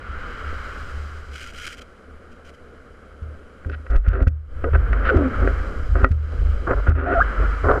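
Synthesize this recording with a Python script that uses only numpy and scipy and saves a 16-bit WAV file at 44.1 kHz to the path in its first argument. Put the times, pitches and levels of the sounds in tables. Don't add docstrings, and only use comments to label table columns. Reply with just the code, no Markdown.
import sys
import numpy as np
from scipy import signal
from scipy.fft import rfft, irfft
from scipy.io import wavfile
from scipy.ndimage import uniform_filter1d, minimum_filter1d

SR = 44100
rng = np.random.default_rng(int(sys.argv[2]) if len(sys.argv) > 2 else 0)


def master_out(mix):
    frames = np.transpose(np.atleast_2d(mix))
    ceiling = np.clip(frames, -1, 1)
    pcm = np.round(ceiling * 32767).astype(np.int16)
    wavfile.write(sys.argv[1], SR, pcm)


N = 343980
TIME = np.arange(N) / SR
FREQS = np.fft.rfftfreq(N, 1 / SR)

# t/s, level/dB
RUMBLE_LEVELS = [(0, -31), (0.9, -31.5), (1.9, -47), (4.3, -46.5), (4.6, -22.5), (7.8, -30.5)]
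# f/Hz, level/dB
RUMBLE_COLOUR = [(15, 5.5), (30, -11.5), (40, 7.5), (50, -10), (61, -1.5), (75, 12), (92, -11.5), (116, -9),
                 (150, -25.5), (220, -27), (400, -71)]
# crest t/s, rise/s, fall/s, foam lag/s, roar level/dB, wash level/dB, foam level/dB
BREAKERS = [(0.35, 0.45, 0.87, 0.35, -36.5, -45, -58.5), (5.2, 0.43, 0.6, 0.42, -32, -32, -61),
            (6.45, 0.56, 0.76, 0.1, -45.5, -41.5, -64.5), (7.33, 0.5, 0.44, 0.32, -31.5, -37, -60.5)]
# f/Hz, level/dB
SEA_COLOUR = [(140, -1.5), (250, 1.5), (340, -4), (490, 0.5), (660, -7.5), (950, -10.5), (1330, 1),
              (1600, -1.5), (1850, -8), (2400, -18), (3050, -18), (3550, -27), (5100, -31.5), (5800, -36.5),
              (7600, -37.5), (9000, -44.5), (13800, -54), (14800, -51.5)]
# t/s, peak level/dB, tilt/(dB per octave)
MOUNT_KNOCKS = [(0.527, -27, -7), (3.648, -31.5, 1), (3.698, -23.5, 5.5), (3.866, -26.5, 1),
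                (3.957, -18, -0.5), (4.133, -14, 1), (4.206, -10.5, -2), (4.27, -11.5, -5.5),
                (4.642, -11, -3.5), (4.931, -11.5, -0.5), (5.092, -9.5, -1.5), (5.475, -6.5, -4),
                (5.955, -10.5, -7), (6.0447, 7, -3.5), (6.712, -8.5, -5)]
# f/Hz, level/dB
CASE_COLOUR = [(60, 1.5), (190, -13.5), (380, -1.5), (650, -2), (860, -12.5), (1100, -7), (1400, 7.5),
               (1750, -4.5), (2100, -12), (3100, -25), (3700, -31.5), (7500, -50.5), (11000, -56.5),
               (15000, -70.5)]
# f/Hz, width/Hz, boost/dB
CASE_RINGS = [(261.6, 33, 13.5), (390, 23, 8.5), (530, 45, 7), (690, 19, 7), (1244, 45, 4.5),
              (1530, 33, 2.5), (1911, 50, 9.5), (2610, 270, 5.5), (2970, 770, 1), (5400, 400, 1)]
# t/s, length/s, level/dB
CUFF_RASPS = [(1.291, 0.25, -42), (1.512, 0.27, -41.5), (1.624, 0.071, -41.5), (1.766, 0.039, -46.5),
              (1.807, 0.026, -44.5), (2.312, 0.024, -57.5), (2.44, 0.074, -53), (2.535, 0.025, -57)]
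# f/Hz, level/dB
CUFF_COLOUR = [(700, -49), (1400, 14.5), (2000, 7), (3100, 9), (3700, -4), (5000, -0.5), (7500, -6),
               (10000, -13), (14000, -22), (16000, -28)]
# t/s, push level/dB, push f/Hz, ring level/dB
BOARD_BUMPS = [(3.219, -23.5, 65, -21.5), (3.658, -18, 62.2, -15), (3.898, -12, 33, -6.5),
               (3.952, -0.5, 25, -6.5), (4.075, 2, 53, 0), (4.214, 2.5, 50.6, -5.5),
               (4.268, 6.5, 60.5, -0.5), (4.716, -22, 54.4, -2), (5.158, -2.5, 62.7, -10),
               (6.03, 0, 51.4, -9.5), (6.106, 0, 66.5, -1.5), (6.747, -18, 44.5, -8.5),
               (6.884, 4.5, 64.4, 4), (7.173, -17, 44.5, -11), (7.63, -22, 58.4, -6)]
# f/Hz, time to fade by 60 dB/s, level/dB
BOARD_NOTES = [(48.94, 0.88, 0.5), (75.47, 0.58, -1), (117, 0.31, -9.5)]
# t/s, length/s, level/dB, tilt/(dB per octave)
BOARD_SCRAPES = [(3.638, 0.095, -40, -14), (3.712, 0.043, -39, 8), (3.89, 0.1, -33.5, -3.5),
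                 (4.031, 0.16, -30.5, 1), (4.119, 0.13, -23, -6.5), (4.73, 0.0348, -23.5, -2),
                 (5.039, 0.075, -24.5, 4), (5.123, 0.127, -26, -14.5), (5.412, 0.047, -24.5, -8),
                 (5.939, 0.15, -28, -4), (6.857, 0.072, -21.5, -3), (6.945, 0.079, -20.5, -2.5),
                 (7.001, 0.16, -18, -3.5)]
# t/s, length/s, first f/Hz, middle f/Hz, last f/Hz, level/dB, roughness 0-1
SKIN_SQUEAKS = [(4.641, 0.055, 480, 442, 433, -25.5, 0.41), (5.087, 0.023, 1500, 1500, 1410, -18, 0.36),
                (5.09, 0.21, 600, 305, 251.3, -19, 0.45), (7.056, 0.072, 686.5, 707, 690, -17, 0.21),
                (7.144, 0.0608, 735, 672, 766, -17, 0.15), (7.202, 0.0267, 1295, 1466, 1630, -13, 0.28)]
# t/s, length/s, level/dB
HAND_RUBS = [(6.664, 0.0844, -21), (6.758, 0.05, -32), (7.389, 0.065, -29.5), (7.63, 0.2, -21),
             (7.678, 0.046, -19)]
# f/Hz, level/dB
RUB_COLOUR = [(110, 0.5), (190, -12), (400, 4), (690, -2), (860, -13), (1100, -4), (1450, -1.5),
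              (1850, -19), (2200, -26), (4000, -68)]


def amp(db):
    return 10 ** (np.asarray(db) / 20)


def unit(x):
    return x / np.sqrt(np.mean(x ** 2) + 1e-20)


def colour_db(colour, hz):
    row_hz, row_db = np.transpose(colour)
    return np.interp(np.log(hz + 1), np.log(row_hz), row_db)


def coloured(x, colour):
    return unit(irfft(rfft(x) * amp(colour_db(colour, FREQS)), N))


def band(x, low_hz, high_hz):
    cut = (1 + (low_hz / (FREQS + 1)) ** 12) * (1 + (FREQS / high_hz) ** 12)
    return irfft(rfft(x) / np.sqrt(cut), N)


def wobble(rate_hz):
    return unit(irfft(rfft(rng.standard_normal(N)) / (1 + (FREQS / rate_hz) ** 4), N))


def clicks(per_s, spread_db):
    size = amp(spread_db * np.minimum(rng.exponential(1, N), 4))
    return size * rng.choice([-1, 1], N) * (rng.random(N) < per_s / SR)


def burst(x, start, length, db, taper):
    part = x[round(start * SR):][:round(length * SR)]
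    return amp(db) * unit(part * signal.windows.tukey(len(part), taper))


def add(mix, start, sound):
    part = mix[max(round(start * SR), 0):][:len(sound)]
    part += sound[:len(part)]


def rumble(buffet_db=1.3):
    level_db = np.interp(TIME, *np.transpose(RUMBLE_LEVELS)) + buffet_db * wobble(rate_hz=6)
    return coloured(rng.standard_normal(N), RUMBLE_COLOUR) * amp(level_db)


def case_echo(x, echo, notch_hz=895):
    reflection = echo / (1 + (FREQS / 9000) ** 4) * np.exp(-2j * np.pi * FREQS / notch_hz)
    return irfft(rfft(x) * (1 - reflection), N)


def swell(far_db, crests_db, lags, rise_stretch=1, drop_db=10):
    power = amp(far_db) ** 2
    for (crest, rise, fall, *_), db, lag in zip(BREAKERS, crests_db, lags):
        t = TIME - crest - lag
        from_crest = abs(t) / np.where(t < 0, rise * rise_stretch, fall)
        power = power + amp(db - drop_db * from_crest ** 2.02) ** 2
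    return np.sqrt(power)


def sea():
    *_, foam_lags, roar_db, wash_db, foam_db = np.transpose(BREAKERS)
    no_lag = np.zeros(len(BREAKERS))
    water = case_echo(coloured(rng.standard_normal(N), SEA_COLOUR), echo=0.3)
    wash_churn, roar_churn, hiss_churn = amp(1.4 * wobble(20)), amp(.9 * wobble(24)), amp(.6 * wobble(25))
    wash = unit(band(water, 85, 810)) * swell(-50, wash_db, no_lag)
    roar = unit(band(water, 870, 2370)) * swell(-54, roar_db, no_lag)
    spray = unit(band(water, 2500, 4320)) * swell(-69.5, foam_db + 5, 0.3 * foam_lags, rise_stretch=1.4)
    foam = unit(band(water, 4650, 16000)) * swell(-75.5, foam_db, foam_lags, rise_stretch=1.4)
    return wash * wash_churn + roar * roar_churn + (spray + foam) * hiss_churn


def electronics(whine_hz=10645):
    whine = amp(-81) * np.sin(2 * np.pi * whine_hz * TIME)
    hiss = amp(-74) * unit(band(rng.standard_normal(N), 200, 10000))
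    return whine + hiss


def case_ring(tilt_db, size=4096):
    hz = np.fft.rfftfreq(size, 1 / SR)
    peaks_db = sum(boost / (1 + (2 * (hz - f) / width) ** 2) for f, width, boost in CASE_RINGS)
    octaves = np.log2(np.clip(hz, 300, 6000) / 1000)
    db = colour_db(CASE_COLOUR, hz) + peaks_db + tilt_db * octaves
    log_gain = np.log(amp(np.r_[db, db[-2:0:-1]]))
    spectrum = np.exp(np.conj(signal.hilbert(log_gain)))
    return np.fft.ifft(spectrum).real[:size // 2]


def knocks(rattle=0.18, rattle_s=0.0031, slip_db=-13.5, slip_s=0.0045):
    out, t = np.zeros(N), np.arange(-1024, 1024) / SR
    chatter = rattle * np.where(t < 0, amp(slip_db) * np.exp(t / slip_s), np.exp(-t / rattle_s))
    for start, db, tilt_db in MOUNT_KNOCKS:
        contact = (t == 0) + chatter * rng.standard_normal(len(t))
        knock = signal.fftconvolve(contact, case_ring(tilt_db))
        add(out, start + t[0], amp(db) * knock / abs(knock).max())
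    return out


def cuff():
    hooks = clicks(per_s=3000, spread_db=2.7) * amp(2.4 * wobble(90))
    snaps = case_echo(coloured(hooks, CUFF_COLOUR), echo=0.42)
    out = np.zeros(N)
    for start, length, db in CUFF_RASPS:
        add(out, start, burst(snaps, start, length, db, taper=0.55))
    return out


def bumps(slow_hz=31.4, quick_hz=68.6):
    out, t = np.zeros(N), TIME[:SR]
    lowest, *upper = (amp(db - 60 * t / fade_s) * np.sin(2 * np.pi * hz * t)
                      for hz, fade_s, db in BOARD_NOTES)
    fade_in = 1 - np.exp(-t / 0.025)
    for start, push_db, push_hz, ring_db in BOARD_BUMPS + steps():
        cycles = t * push_hz
        push = np.sin(2 * np.pi * cycles) * (2 * cycles * np.exp(1 - 2 * cycles)) ** 2
        push = (push + push ** 3) / 1.5
        quickness = np.clip((push_hz - slow_hz) / (quick_hz - slow_hz), 0, 1)
        ring = fade_in * ((1 - quickness) * lowest + quickness * sum(upper))
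        add(out, start, amp(push_db) * push + amp(ring_db) * ring)
    return out


def overload_ticks(delay_s=0.0026, length_s=0.018, below_push_db=38.5):
    out = np.zeros(N)
    crackle = signal.fftconvolve(clicks(per_s=1500, spread_db=3), case_ring(tilt_db=13))
    for start, push_db, *_ in BOARD_BUMPS:
        add(out, start + delay_s, burst(crackle, start, length_s, push_db - below_push_db, taper=0.65))
    return out


def scrapes(swell_db=6.5):
    out, slips = np.zeros(N), band(clicks(per_s=2400, spread_db=2.5), 110, 4640)
    for start, length, db, tilt_db in BOARD_SCRAPES:
        rub = burst(slips, start, length, db=0, taper=0.35)
        pressure = amp(np.linspace(0, swell_db, len(rub)))
        scrape = signal.fftconvolve(rub * pressure, case_ring(tilt_db))
        strength = np.sqrt(np.sum(scrape ** 2) / (length * SR))
        add(out, start, amp(db) * scrape / strength)
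    return out


def squeaks(soft_hz=1750, rise_db=1):
    out, jitter, flutter, ring = np.zeros(N), wobble(166), wobble(120), case_ring(tilt_db=-4)
    for start, length, *pitches, db, rough in SKIN_SQUEAKS:
        span = round(start * SR) + np.arange(round(length * SR))
        progress = np.linspace(0, 1, len(span))
        arc = np.polyfit([0, 0.5, 1], np.log(pitches), 2)
        hz = np.exp(np.polyval(arc, progress))
        cycles = np.cumsum(hz * (1 + 0.24 * rough * jitter[span])) / SR
        slips = sum(np.sin(2 * np.pi * k * cycles) / k ** 1.14 / (1 + (k * hz / soft_hz) ** 6)
                    for k in range(1, 5))
        tone = signal.fftconvolve(slips, ring)[:len(span)]
        tone /= np.sqrt(abs(uniform_filter1d(tone ** 2, size=440)) + 1e-9)
        level_db = db + rise_db * (progress - 0.5) + 2 * rough * flutter[span]
        add(out, start, tone * amp(level_db) * signal.windows.tukey(len(span), 0.27))
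    return out


def steps(first_s=4.895, every_s=0.497, push_db=-19, push_hz=46.5, ring_db=-5):
    return [(first_s + k * every_s, push_db, push_hz, ring_db) for k in range(6)]


def rubs():
    out, judder = np.zeros(N), coloured(clicks(per_s=1800, spread_db=2.6), RUB_COLOUR)
    for start, length, db in HAND_RUBS:
        add(out, start, burst(judder, start, length, db, taper=0.28))
    return out


def scene():
    mix = sea() + cuff() + rumble() + rubs() + bumps() + overload_ticks()
    return (mix + scrapes() + knocks() + squeaks() + electronics())[None]


def record(dry, ceiling_db=-6.5, hold_s=0.16, recovery_db_per_s=85, top_hz=15100):
    level_db = 20 * np.log10(abs(uniform_filter1d(abs(dry[0]), size=180)) + 1e-9)
    half_hold = int(hold_s * SR / 2)
    held_db = -minimum_filter1d(-level_db, 2 * half_hold + 1, origin=half_hold)
    recovery_db = TIME * recovery_db_per_s
    falling_db = np.maximum.accumulate(held_db + recovery_db) - recovery_db
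    excess_db = np.maximum(falling_db - ceiling_db, 0)
    cut_db = uniform_filter1d(uniform_filter1d(excess_db, size=110), size=110)
    limited = dry / amp(cut_db)
    rounded = limited / (1 + limited ** 6) ** (1 / 6)
    treble_cut = signal.firwin(255, top_hz, window=("kaiser", 9), fs=SR)
    return signal.oaconvolve(rounded, treble_cut[None], "same")


dry = scene()
out = record(dry)
master_out(out)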